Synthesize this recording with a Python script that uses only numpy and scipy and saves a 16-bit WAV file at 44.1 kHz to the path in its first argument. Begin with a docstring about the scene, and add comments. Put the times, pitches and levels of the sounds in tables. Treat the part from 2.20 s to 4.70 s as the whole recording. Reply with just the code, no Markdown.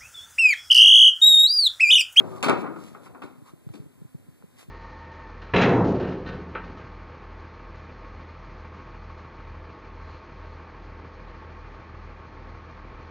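"""A slatted wooden freight-elevator gate is hauled open. It groans and clacks loose, bangs at 0.3 s, then
rattles ever more softly along its guides while the shaft rings behind it and a sleeve swishes close by.
From 1 s on, fingers bump the hand-held camera, and a few last wooden ticks sound over the building's
drone. Throughout, the two channels are opposite in polarity and a fraction of a millisecond apart."""
import sys
import numpy as np
from scipy import signal
from scipy.fft import rfft, irfft
from scipy.io import wavfile
from scipy.ndimage import uniform_filter1d

SR = 44100
rng = np.random.default_rng(int(sys.argv[2]) if len(sys.argv) > 2 else 0)


def unload_wav(signal):
    """Save mono or channel-first audio to the path in sys.argv[1] as 16-bit WAV at rate SR, clipped to [-1, 1]."""
    wavfile.write(
        sys.argv[1],
        SR,
        np.round(np.clip(np.atleast_2d(signal).T, -1, 1) * 32767).astype(np.int16),
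    )


N = 110250
BASS_HZ, TREBLE_HZ = 537, 2810  # shelf edges for the tone of each hit

# tone of the wood (f/Hz, relative level/dB)
WOOD_EQ = [(75, -22), (170, -4.5), (250, -1), (420, -3), (600, -7), (1000, -5), (1400, -4.5), (1750, -15.5),
           (2500, -11.5), (4200, -21), (5600, -29), (10200, -32.5), (12000, -44.5), (14000, -43.5)]
# decay of the slats and of the shaft's tail (f/Hz, t60/s)
SLAT_DECAY = [(150, 0.18), (500, 0.22), (1200, 0.14), (3000, 0.084), (10000, 0.11)]
SHAFT_DECAY = [(150, 1.44), (500, 0.59), (1200, 0.58), (3000, 0.44), (10000, 0.25)]
# ringing modes of the frame (f/Hz, relative level/dB, t60/s)
FRAME_MODES = [(188.2, -5, 0.73), (237.2, 1.5, 0.2), (292.3, 7, 0.31), (349, 1, 0.43), (377, 4, 0.45),
               (416, 2, 0.56), (511.5, 3, 0.29), (652, 0, 0.19), (796.8, 0, 0.39), (903, -3, 0.42),
               (954, -0.5, 0.28), (1074, -3.5, 0.36), (1090, -15, 0.87), (1246, -7, 0.77), (1375, -6, 0.48),
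               (1461, 3.5, 0.25)]
# hits of the gate (t/s, level/dB, bass shelf/dB, treble shelf/dB)
GATE_HITS = [(0.001, -37, 6, -11.5), (0.227, -27, -5, 13), (0.233, -20, -11, -20), (0.242, -24.5, -13, 8),
             (0.261, -26, 8, -3), (0.283, -16, -0.5, -4.5), (0.294, -14.5, 0, -15.5),
             (0.309, -26.5, 4.5, -9.5), (0.319, -28, 4, -9.5), (0.443, -28.5, -7, -42),
             (0.461, -30, -9.5, -24.5), (0.56, -38, -10.5, -27.5), (0.747, -38, -11.5, -26),
             (0.86, -45, 0, -7), (0.947, -39.5, -5.5, -29), (1.019, -35, -8, -6.5),
             (1.034, -50.5, 14.5, 12), (1.536, -53, 14.5, 12.5), (1.553, -55, 15.5, 13)]
def gate_knocks(attack_s=0.00057, shaft_build_s=0.0083, shaft_db=-11, frame_db=-11.5):
    """Each blow sets the loose slats clattering, rings the frame and fills the shaft; no two alike."""
    out, t = np.zeros(N), np.arange(SR) / SR
    hz = bins(t)
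    octaves_hz = 125 * 2. ** np.arange(8)
    bands = np.array([np.interp(np.log(hz + 1), np.log(octaves_hz), row) for row in np.eye(8)])
    slats = fade(t, curve(octaves_hz, SLAT_DECAY)[:, None]) * (1 - np.exp(-t / attack_s))
    shaft = fade(t, curve(octaves_hz, SHAFT_DECAY)[:, None]) * (1 - np.exp(-t / shaft_build_s))
    envelopes = np.hypot(slats, undb(shaft_db) * shaft)
    rings = np.array([undb(db + frame_db) * fade(t, t60) * np.sin(2 * np.pi * f * t)
                      for f, db, t60 in FRAME_MODES])
    ripple_db = slat_resonances(hz)
    for start, db, bass_db, treble_db in GATE_HITS:
        band_noise = irfft(rfft(rng.standard_normal(SR)) * bands, SR)
        clatter = colour((band_noise * envelopes).sum(axis=0), WOOD_EQ, ripple_db)
        frame = rng.choice([-1, 1], len(rings)) @ rings / 2
        tilt_db = bass_db * below(hz, BASS_HZ) + treble_db * (1 - below(hz, TREBLE_HZ))
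        add(out, start, shape(clatter + frame, undb(db + tilt_db)))
    return out


def slat_resonances(hz, depth_db=3.5, spacing_hz=55.44):
    """Dense, uneven peaks and dips in the wood's upper range, in dB."""
    steps = rng.standard_normal(len(hz))
    ripple = np.interp(hz / spacing_hz, np.arange(len(hz)), steps)
    return depth_db * ripple * (1 - below(hz, 1420))


# sharp wooden transients (t/s, peak level/dB, treble shelf/dB)
EDGE_HITS = [(0.2279, -12, 17.5), (0.297, -8.5, 11), (1.490, -40.5, -2), (1.539, -48, -14),
             (2.2244, -41, -19.5), (2.429, -39, -4)]
def wood_ticks(decay_s=0.0077, splinter_db=-6.5):
    """Hard edges meet: one sharp impulse and a splintery trail of a few milliseconds."""
    out, t = np.zeros(N), np.arange(SR // 10) / SR
    for start, db, treble_db in EDGE_HITS:
        trail = rng.standard_normal(len(t)) * np.exp(-t / decay_s)
        crack = (t == 0) + undb(splinter_db) * trail / np.linalg.norm(trail)
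        crack = colour(crack, WOOD_EQ, treble_db * (1 - below(bins(t), TREBLE_HZ)))
        add(out, start, undb(db) * crack / np.abs(crack).max())
    return out


# tone of the guides (f/Hz, relative level/dB)
GUIDE_EQ = [(60, -7), (100, 8), (330, 0.5), (600, 0), (1300, -10), (1900, -27), (3000, -30.5), (6000, -43)]
# fader curve of the rumble (t/s, level/dB)
RUMBLE_FADER = [(0, -36), (.19, -43), (.34, -34), (.52, -45), (.68, -53), (.9, -52.5), (1.1, -58.5),
                (1.3, -64.5), (1.65, -70), (1.9, -79)]
def guide_rumble(t, rattles_per_s=180, decay_s=0.015, rattle_share=0.45):
    """The gate rumbles in its guides, with small random rattles."""
    contacts = 1. * (rng.random(N) < rattles_per_s / SR)
    energy = signal.lfilter([1], [1, -np.exp(-2 / (decay_s * SR))], contacts)
    grain = np.sqrt(1 - rattle_share + rattle_share * energy / energy.mean())
    level_db = np.interp(t, *np.array(RUMBLE_FADER).T)
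    return colour(grain * rng.standard_normal(N), GUIDE_EQ) * undb(level_db)


# tonal swells of the rubbing gate (centre t/s, half width/s, f/Hz, level/dB)
GROAN_CUES = [(0.12, 0.13, 377, -42.5), (0.149, 0.022, 1205, -42.5), (0.59, 0.032, 324.4, -39.5),
              (1.06, 0.077, 254.5, -48), (1.59, 0.049, 310, -50.5)]
def friction_groans(t, wobble_hz=9.3):
    """Friction keeps one resonance of the gate ringing for a moment, unsteady in pitch."""
    out = np.zeros(N)
    for centre, width, hz, db in GROAN_CUES:
        phase = 2 * np.pi * np.cumsum(hz + wobble_hz * drift(per_s=90)) / SR
        swell = np.exp(-((t - centre) / width) ** 2 / 2)
        out += undb(db) * swell * np.sin(phase)
    return out


# close, dull thuds (t/s, relative level/dB, f/Hz, overtone/dB)
FINGER_HITS = [(1.036, -26.5, 90.7, 1.5), (1.179, -32.5, 139, -9), (1.218, -30.5, 121, -2),
               (1.332, -31.5, 145, -1), (1.465, -20.5, 139, -14.5), (1.498, -23, 120, -18),
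               (1.597, -22, 139, -22), (1.659, -30, 155, -11), (1.816, -28.5, 169, -11),
               (1.847, -27.5, 130, -9), (1.945, -21.5, 145, -12.5), (2.083, -29.5, 142, -16.5),
               (2.237, -31, 183, -6), (2.482, -27.5, 137, -11)]
def finger_bumps(rise_s=0.013, decay_s=0.0044, sag=0.25, sag_s=0.0021, overtone_ratio=2.2):
    """A soft push on the camera body: two or three low cycles that sag in pitch, a shorter overtone."""
    out, t = np.zeros(N), np.arange(SR // 10) / SR
    push = (1 - np.exp(-t / rise_s)) * np.exp(-t / decay_s)
    push /= push.max()
    for start, db, hz, overtone_db in FINGER_HITS:
        phase = 2 * np.pi * hz * (t + sag * sag_s * (1 - np.exp(-t / sag_s)))
        thud = push * np.sin(phase)
        overtone = undb(overtone_db) * push ** 2 * np.sin(overtone_ratio * phase)
        add(out, start, undb(db) * (thud + overtone) / 2)
    return out


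# tone of the cloth (f/Hz, relative level/dB)
CLOTH_EQ = [(80, -15), (400, 16), (1300, 7.5), (2200, 11.5), (4300, 6.5), (5600, 3), (7500, 4),
            (10500, 1.5), (12000, 3.5), (14000, -14)]
# cloth passes (centre t/s, half width/s, level/dB, body boost/dB)
SLEEVE_CUES = [(0.151, 0.078, -55.5, 19.5), (0.408, 0.024, -53.5, 16), (0.654, 0.075, -54.5, -12),
               (0.854, 0.023, -57.5, 11), (1.284, 0.025, -57.5, 19), (1.555, 0.041, -62.5, -14),
               (2.408, 0.028, -51.5, 5.5)]
def sleeve_swishes(t, roughness_db=2, body_hz=1100):
    """Cloth brushes past in short grainy swells, with a hollow body where it rubs on wood."""
    out = np.zeros(N)
    fibres = colour(rng.standard_normal(N) * undb(roughness_db * drift(per_s=400)), CLOTH_EQ)
    body = irfft(rfft(fibres) * bell(bins(t), body_hz, octaves=0.21), N)
    for centre, width, db, body_db in SLEEVE_CUES:
        swell = 1 / (1 + ((t - centre) / width) ** 2 / 2) ** 2
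        out += undb(db) * swell * (fibres + (undb(body_db) - 1) * body)
    return out


# tone of the room's air (f/Hz, relative level/dB)
ROOM_EQ = [(25, -15), (55, 8.5), (110, 9.5), (280, 1.5), (550, -7), (1050, -13), (2000, -16), (4200, -21),
           (5600, -26.5), (8000, -20), (14000, -21)]
# narrow resonances of the building's drone (f/Hz, level/dB)
DRONE_PEAKS = [(255, -66), (1030, -78)]
def room_tone(level_db=-56, waver_db=3.5, waver_below_hz=496, peak_half_width_hz=7):
    """The building's bed: wavering low noise and a faint drone under a thin steady hiss."""
    out = colour(rng.standard_normal(N), ROOM_EQ, level_db)
    lows = irfft(rfft(out) * below(bins(out), waver_below_hz), N)
    out += lows * (undb(waver_db * drift(per_s=20)) - 1)
    for hz, db in DRONE_PEAKS:
        peak = 1 / (1 + ((bins(out) - hz) / peak_half_width_hz) ** 2)
        drone = irfft(rfft(rng.standard_normal(N)) * peak, N)
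        out += undb(db) * drone / drone.std()
    return out


# stereo width: diffuse sound relative to what the channels share (f/Hz, level/dB)
WIDTH_EQ = [(120, -15.5), (650, -11), (1400, -28), (3000, -25), (6000, -7)]
def stereo_pair(direct, scattered, width_db=0, lag_s=0.0003423):
    """The right channel is inverted and late; sound from other directions differs between the two."""
    hz = np.arange(N + 1) * SR / (2 * N)
    ratio = undb(curve(hz, WIDTH_EQ) + width_db)
    shared, diffuse = np.array([rfft(direct, 2 * N), ratio * rfft(scattered, 2 * N)]) / np.hypot(1, ratio)
    late = (shared - diffuse) * np.exp(-2j * np.pi * hz * lag_s)
    return irfft(np.array([shared + diffuse, -late]))[:, :N]


# pan of the gate (f/Hz, left minus right level/dB)
GATE_PAN = [(60, -7), (130, 4.5), (380, 8), (650, 4.5), (1200, 0), (2500, 0)]
def pan_gate(pair, bend_rad=0.57, bend_hz=390):
    """The gate's low mids lean left, and a phase bend makes them less opposed between the channels."""
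    left, right = np.pad(pair, ((0, 0), (0, N)))
    hz = bins(left)
    bend = bend_rad * bell(hz, bend_hz, octaves=0.88)
    lean = undb(curve(hz, GATE_PAN) / 2) * np.exp(.5j * bend)  # half to each side
    return np.array([irfft(rfft(left) * lean), irfft(rfft(right) / lean)])[:, :N]


def undb(db):
    """Decibels to gain."""
    return 10 ** (np.asarray(db) / 20)


def curve(hz, points):
    """Read (f/Hz, value) points on a log-frequency axis."""
    f, values = np.array(points, float).T
    return np.interp(np.log(np.maximum(hz, 1)), np.log(f), values)


def bins(x):
    """Frequencies of the spectrum of x."""
    return np.arange(len(x) // 2 + 1) * SR / len(x)


def shape(x, gain):
    """Minimum-phase EQ with the given gain at each frequency."""
    cepstrum = irfft(np.log(gain + 1e-9), len(x))
    cepstrum[1:len(x) // 2] *= 2
    cepstrum[len(x) // 2 + 1:] = 0
    return irfft(rfft(x) * np.exp(rfft(cepstrum)), len(x))


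def colour(x, eq, extra_db=0):
    """EQ white sound at equal power, then apply an extra gain or tilt."""
    gain = undb(curve(bins(x), eq))
    return shape(x, gain / np.sqrt(np.mean(gain ** 2)) * undb(extra_db))


def below(hz, edge_hz):
    """Smooth shelf: 1 under the edge, 0 above it."""
    return 1 / (1 + np.square(hz / edge_hz) ** 2)


def bell(hz, centre_hz, octaves):
    """Bell on a log-frequency axis, 1 at the centre."""
    return np.exp(-(np.log2((hz + 1) / centre_hz) / octaves) ** 2 / 2)


def drift(per_s):
    """Smooth random modulation of unit spread, about per_s steps a second."""
    span = SR // per_s
    smooth = uniform_filter1d(uniform_filter1d(rng.standard_normal(N), span), span)
    return smooth / smooth.std()


def add(out, start_s, x):
    """Mix x in at a time."""
    i = int(np.clip(start_s * SR, 0, N - 1))
    out[i:i + len(x)] += x[:N - i]


def fade(t, t60):
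    """Exponential decay, 60 dB in t60."""
    return np.exp(-np.log(1000) * t / t60)


def scene():
    """The mix: the gate leaning left, handling sounds and room tone in the centre."""
    t = np.arange(N) / SR
    gate = gate_knocks() + wood_ticks() + guide_rumble(t) + friction_groans(t)
    gate = pan_gate(stereo_pair(gate, scattered=gate_knocks() + guide_rumble(t)))
    handling = stereo_pair(finger_bumps() + sleeve_swishes(t), scattered=sleeve_swishes(t))
    room = stereo_pair(room_tone(), scattered=room_tone(), width_db=3.5)
    return gate + handling + room


def record(dry, low_cut_hz=82.6, high_cut_hz=14000):
    """The camera cuts the deep bass and, steeply, the top."""
    thin = signal.sosfilt(signal.butter(3, low_cut_hz, "high", fs=SR, output="sos"), dry)
    return signal.sosfilt(signal.ellip(10, .2, 80, high_cut_hz, fs=SR, output="sos"), thin)


dry = scene()
out = record(dry)
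unload_wav(out)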